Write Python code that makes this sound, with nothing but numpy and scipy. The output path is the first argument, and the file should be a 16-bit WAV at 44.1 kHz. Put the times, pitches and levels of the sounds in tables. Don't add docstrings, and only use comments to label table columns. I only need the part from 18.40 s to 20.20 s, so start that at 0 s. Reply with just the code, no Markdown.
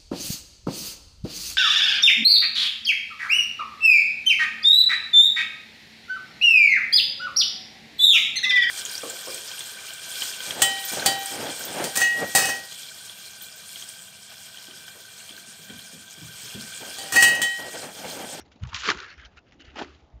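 import sys
import numpy as np
from scipy import signal
from scipy.io import wavfile

SR = 44100
rng = np.random.default_rng(int(sys.argv[2]) if len(sys.argv) > 2 else 0)


def store_wav(level_fs):
    pcm = np.round(np.clip(np.atleast_2d(level_fs), -1, 1) * 32767)
    wavfile.write(sys.argv[1], SR, pcm.T.astype(np.int16))


def decibels_to_gain(level_db):
    exponent = np.asarray(level_db, float) / 20
    return 10 ** exponent


N = 79380


def unit_rms(x):
    return x / np.sqrt(np.mean(x ** 2) + 1e-20)


def level_at(spectrum, hz):
    points = np.array(spectrum)
    return np.interp(np.log(hz), np.log(points[:, 0]), points[:, 1])


def swell(peak_s, db, rise_s, fall_s):
    t = np.arange(N) / SR - peak_s
    distance = np.where(t < 0, -t / max(rise_s, 1e-3), t / max(fall_s, 1e-3))
    return decibels_to_gain(np.maximum(db - 20 * distance ** 0.95, -160))


def drift(rate_hz):
    r = np.exp(-2 * np.pi * rate_hz / SR)
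    wander = signal.lfilter([1], [1, -2 * r, r * r], rng.standard_normal(N + 9000))
    return unit_rms(wander[9000:])


def ring(clicks, hz, t60):
    r, w = decibels_to_gain(-60 / (t60 * SR)), 2 * np.pi * hz / SR
    return signal.lfilter([0, np.sin(w)], [1, -2 * r * np.cos(w), r * r], clicks + 1e-18)


def low_cut(x, hz):
    return signal.sosfilt(signal.butter(5, hz, "high", fs=SR, output="sos"), x)


def bandpass(low_hz, high_hz):
    return signal.butter(2, [low_hz, high_hz], "band", fs=SR, output="sos")


def grains(bursts, spectrum, per_s, spread_db, cycles, clump_db, colour_db, low_hz, count=26):
    size_db = spread_db * np.minimum(rng.exponential(1, N), 3.0) + clump_db * drift(110)
    sizes = decibels_to_gain(size_db) * rng.choice([-1, 1], N)
    clicks = sizes * (rng.random(N) < per_s / SR)
    dealt = rng.integers(0, count, N)
    force = np.array([swell(*burst[:4]) for burst in bursts])
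    tilt = np.array(bursts)[:, 4]
    colour = colour_db * rng.standard_normal((len(bursts), count))
    pitches = np.geomspace(low_hz, 8000, count)
    weight = decibels_to_gain(level_at(spectrum, pitches)) * np.sqrt(pitches)
    weight = weight / np.sqrt(np.sum(weight ** 2))
    out = 0
    for k, hz in enumerate(pitches):
        own = clicks * (dealt == k)
        t60 = cycles / hz
        gain = weight[k] / np.std(ring(own, hz, t60))
        push = decibels_to_gain(tilt * np.log2(hz / 2500) + colour[:, k]) @ force
        out = out + gain * ring(own * push, hz, t60)
    return low_cut(out, low_hz)


def crumbling_bands(rows, width):
    out, rough = 0, rng.standard_normal(N) * decibels_to_gain(2.0 * drift(120))
    for peak_s, db, rise_s, fall_s, hz in rows:
        sos = bandpass(hz / (1 + width), hz * (1 + width))
        swelling = signal.sosfilt(sos, swell(peak_s, db, rise_s, fall_s) * rough)
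        out = out + swelling / np.std(signal.sosfilt(sos, rough))
    return out


def forest_air():
    # f [Hz], level [dB]
    air_spectrum = [(18, -37), (30, -4.5), (82, -1.5), (165, -7), (755, -10.5), (1900, -36), (2730, -33),
                    (7300, -40), (8000, -46), (10400, -90.5)]
    air_db = -60.5
    edges = 28 * 2 ** np.arange(0, 8.5, .5)
    out, white = 0, rng.standard_normal((2, N))
    for k, (low, high) in enumerate(zip(edges, edges[1:])):
        band = signal.sosfilt(bandpass(low, high), white[k % 2])
        out = out + band * decibels_to_gain(level_at(air_spectrum, np.sqrt(low * high)) + 1.5 * drift(8))
    return decibels_to_gain(air_db) * unit_rms(out)


def plate_snaps():
    # t [s], peak level [dB], ring f [Hz]
    snap_events = [(0.0041, -40.5, 1384), (0.118, -51, 2350), (0.1223, -49.5, 2340), (0.2363, -36, 3000),
                   (0.2495, -42, 1150), (0.29, -40, 3460), (0.3316, -31, 1310), (0.3449, -16.5, 5420),
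                   (0.3781, -27, 2800), (0.3988, -29, 2770), (0.4057, -26.5, 2870), (0.411, -29, 3300),
                   (0.4208, -26, 2960), (0.435, -24, 1415), (0.4581, -24, 3240), (0.4671, -22.5, 1480),
                   (0.4762, -18.5, 1490), (0.4868, -13, 2300), (0.4889, -13, 1190), (0.501, -9.5, 1684),
                   (0.5157, -18.5, 1466), (0.5325, -34, 2620), (0.5455, -31.5, 1420), (0.5554, -37.5, 1150),
                   (0.573, -29.5, 1370), (0.5851, -31, 2050), (0.5894, -29, 1500), (0.602, -26, 1484),
                   (0.623, -37, 1770), (0.629, -29.5, 1540), (0.6447, -34, 1648), (0.6547, -41, 1720),
                   (0.6633, -37.5, 2170), (0.6814, -38.5, 1660), (0.6933, -44, 1610), (0.7027, -36.5, 1470),
                   (0.7136, -47.5, 1310), (0.7393, -43, 1860), (0.779, -47, 1750), (0.7984, -42, 1590),
                   (0.8147, -42, 3210), (0.8503, -36, 3200), (0.8673, -49, 1550), (0.9731, -44, 1360),
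                   (0.9893, -43, 1420), (1.1106, -50, 2810), (1.122, -43, 2330), (1.2035, -40.5, 2900),
                   (1.21, -39, 2950), (1.25, -44, 3100), (1.28, -48, 2880), (1.302, -49, 2500),
                   (1.3586, -38, 864), (1.3888, -36, 1200), (1.3968, -31.5, 1406), (1.4132, -34, 1500),
                   (1.4213, -33.5, 960), (1.4461, -36.5, 2000), (1.504, -48, 1277), (1.7012, -61, 800)]
    ring_cycles = 24.5
    all_db, crack_db, crack_s = -1, -8, .002
    length = 800
    out, t = np.zeros(N + length), np.arange(length) / SR
    splinters = signal.sosfilt(bandpass(1500, 5500), rng.standard_normal((len(snap_events), length)))
    for (s, db, hz), noise in zip(snap_events, splinters / splinters.std()):
        onset = np.minimum(t / .0004, 1)
        body = np.sin(2 * np.pi * hz * t) * decibels_to_gain(-60 * t * hz / ring_cycles) * onset
        crack = decibels_to_gain(crack_db) * noise * np.exp(-t / crack_s)
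        start = int(s * SR)
        out[start:start + length] += decibels_to_gain(db + all_db) * (body + crack)
    return low_cut(out[:N], 655)


def crumb_rustle():
    # peak t [s], level [dB], rise [s], fall [s], tilt [dB/octave]
    rustle_events = [(.008, -51, 0.037, 0.025, 2.5), (.081, -72, 0.0053, .01, 11),
                     (.053, -62.5, 0.0074, 0.056, 5), (.118, -57, 0.0094, 0.036, 5),
                     (.158, -65.5, 0.0073, 0.054, 4), (.2, -59.5, 0.0067, .01, 4),
                     (.603, -44.5, 0.081, 0.088, -4.5), (.64, -48, 0.045, 0.052, -3.5),
                     (.69, -51.5, 0.053, 0.071, -4), (.725, -52, 0.051, 0.032, -5),
                     (.781, -57, 0.003, 0.018, -1), (.798, -51, 0.028, 0.038, -2),
                     (.835, -57, 0.033, 0.022, -5.5), (.856, -50, 0.017, 0.026, 2.5),
                     (.977, -49, 0.019, 0.016, 1.5), (1.075, -64.5, 0.082, 0.12, 1),
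                     (1.125, -58.5, 0.013, 0.045, 3), (1.197, -54, 0.0024, 0.0064, 3),
                     (1.209, -52, 0.019, 0.0093, 1), (1.22, -53.5, 0.0085, 0.0073, 2),
                     (1.252, -50.5, 0.027, 0.034, 1), (1.283, -56, 0.019, 0.026, 0),
                     (1.305, -55.5, 0.022, 0.018, -0.5), (1.55, -60.5, 0.067, .04, 5),
                     (1.605, -69, 0.013, 0.013, 6.5), (1.345, -60.5, 0.046, .02, 2),
                     (1.645, -72.5, 0.014, 0.014, 7.5), (1.72, -74, 0.018, 0.3, 0.5)]
    # f [Hz], level [dB per Hz]
    crumb_spectrum = [(530, -49), (900, -19), (1170, -5.5), (1650, -6.5), (4030, -16.5), (5400, -24),
                      (7300, -27.5), (8000, -38), (10400, -74)]
    return grains(rustle_events, crumb_spectrum, per_s=8000, spread_db=3.8, cycles=32.0,
                  clump_db=1.5, colour_db=3.5, low_hz=1278)


def sole_rubs():
    # peak t [s], level [dB], rise [s], fall [s], ring f [Hz]
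    rub_events = [(.125, -66, .015, 0.032, 2230), (.68, -53, .12, 0.097, 1643),
                  (.7, -52.5, 0.029, 0.046, 4360), (.73, -64.5, 0.19, 0.042, 5430),
                  (.82, -56, 0.029, 0.09, 1620), (.855, -54, 0.11, 0.012, 3130),
                  (.98, -51, 0.013, 0.017, 2750), (.98, -52, 0.032, 0.019, 1410),
                  (1.21, -54.5, 0.024, 0.057, 2970), (.012, -54.5, 0.018, 0.017, 5610),
                  (.855, -62, 0.012, .025, 6000), (.855, -67, 0.009, .025, 4510),
                  (.79, -67, 0.042, 0.021, 5280), (1.252, -63, 0.012, 0.045, 4500),
                  (1.29, -56.5, 0.056, 0.036, 2840)]
    return crumbling_bands(rub_events, width=.055)


def body_jolts():
    # centre t [s], peak level [dB], ring f [Hz], length [s]
    jolt_events = [(0.019, -50.5, 77.5, 0.02), (0.224, -34, 104, 0.0089), (0.2356, -23.5, 92.3, 0.0071),
                   (0.2514, -34, 110, 0.0079), (0.268, -33.5, 104, 0.0084), (0.283, -37, 70, 0.015),
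                   (0.161, -47.5, 240, 0.0044), (.08, -59.5, 90, 0.013), (0.459, -50.5, 70, .012),
                   (.345, -38.5, 89.2, 0.016), (0.404, -49.5, 62.6, 0.047), (0.4896, -23.5, 415, 0.0035),
                   (0.514, -35, 333, 0.0061), (0.49, -35, 203, 0.0094), (.515, -43.5, 110, 0.015),
                   (1.419, -33, 403, 0.0055), (1.36, -41.5, 844, 0.0039), (0.573, -43.5, 62, 0.016),
                   (0.669, -55.5, 85, 0.014), (0.794, -44.5, 66, 0.02), (0.866, -45.5, 56.7, 0.02),
                   (0.975, -51.5, 69, 0.018), (1.182, -55, 70.6, 0.014), (1.249, -49, 69, 0.0092),
                   (1.284, -44, 64, 0.012), (1.344, -51.5, 67.5, 0.039), (1.437, -49.5, 71, 0.0095),
                   (1.504, -50, 72, 0.039), (1.559, -53, 72, 0.017), (1.643, -50.5, 65.3, 0.015),
                   (1.743, -41.5, 72, 0.0081), (1.76, -40, 60, .012), (1.778, -44.5, 70, 0.0083)]
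    knock = 0.21
    out = np.zeros(N)
    for s, db, hz, length in jolt_events:
        t = np.arange(N) / SR - s
        swing = np.cos(2 * np.pi * hz * t) + knock * np.cos(2 * np.pi * 1.95 * hz * t)
        out -= decibels_to_gain(db) * np.exp(-(t / length) ** 2) * swing
    return out


def snow_groans():
    # peak t [s], level [dB], rise [s], fall [s], ring f [Hz]
    groan_events = [(0.465, -39, 0.025, 0.05, 400), (.29, -54, 0.055, .04, 880),
                    (.495, -32, .025, 0.061, 340), (0.349, -51.5, 0.038, .03, 230),
                    (.615, -53, 0.12, 0.069, 407), (1.365, -47, .01, 0.024, 360),
                    (1.387, -37, 0.026, 0.04, 702), (1.412, -37.5, 0.017, 0.045, 696),
                    (1.408, -39.5, 0.083, 0.072, 299), (0.235, -51.5, 0.018, 0.08, 190),
                    (.54, -47, 0.017, 0.046, 200), (.51, -37.5, .03, 0.042, 770),
                    (1.2, -57.5, 0.18, 0.1, 275), (1.53, -56.5, 0.18, 0.057, 345),
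                    (1.42, -44.5, 0.034, 0.038, 251)]
    return crumbling_bands(groan_events, width=.22)


def crust_fractures():
    # peak t [s], level [dB], rise [s], fall [s], tilt [dB/octave]
    crunch_events = [(.236, -48.5, 0.018, 0.0064, 1), (.256, -52, 0.038, 0.011, -12.5),
                     (.296, -48.5, 0.033, 0.02, -0.5), (.333, -43.5, 0.02, 0.0086, -14.5),
                     (.3455, -28, 0.004, 0.017, 4.5), (.362, -33.5, 0.021, 0.037, -4),
                     (.4, -44.5, 0.059, 0.04, 6), (.458, -27.5, 0.062, 0.094, -1.5),
                     (.489, -21.5, 0.013, 0.016, -5), (.503, -20, 0.0061, 0.014, -1),
                     (.517, -28.5, 0.0082, 0.0095, -7), (.55, -48.5, 0.067, 0.014, -6),
                     (.59, -44, .04, 0.14, -6), (.93, -63.5, 0.08, 0.088, -5.5),
                     (1.701, -75, .001, .004, 5.5), (.272, -55, .002, 0.0052, 5.5),
                     (1.358, -45, 0.0025, 0.057, -6.5), (1.39, -35.5, 0.037, 0.042, -4.5),
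                     (1.422, -39, 0.025, 0.034, -5.5), (1.47, -55.5, 0.022, 0.25, -3.5)]
    # f [Hz], level [dB per Hz]
    crust_spectrum = [(440, -43), (750, -16.5), (1210, 1), (2100, -1.5), (2800, 2.5), (4640, -3.5),
                      (7030, -12.5), (8000, -0.5), (10400, -64)]
    return grains(crunch_events, crust_spectrum, per_s=8200, spread_db=3, cycles=19.5,
                  clump_db=0.0, colour_db=-0.5, low_hz=913)


def scene():
    loose = plate_snaps() + crumb_rustle() + sole_rubs()
    under_foot = body_jolts() + snow_groans() + crust_fractures()
    return (forest_air() + loose + under_foot)[None]


def roll_off(x):
    return signal.sosfilt(signal.butter(12, 8410, fs=SR, output="sos"), x)


def record(dry):
    cut = signal.sosfilt(signal.cheby2(12, 75, 8800, fs=SR, output="sos"), dry)
    return roll_off(cut)


dry = scene()
out = record(dry)
store_wav(out)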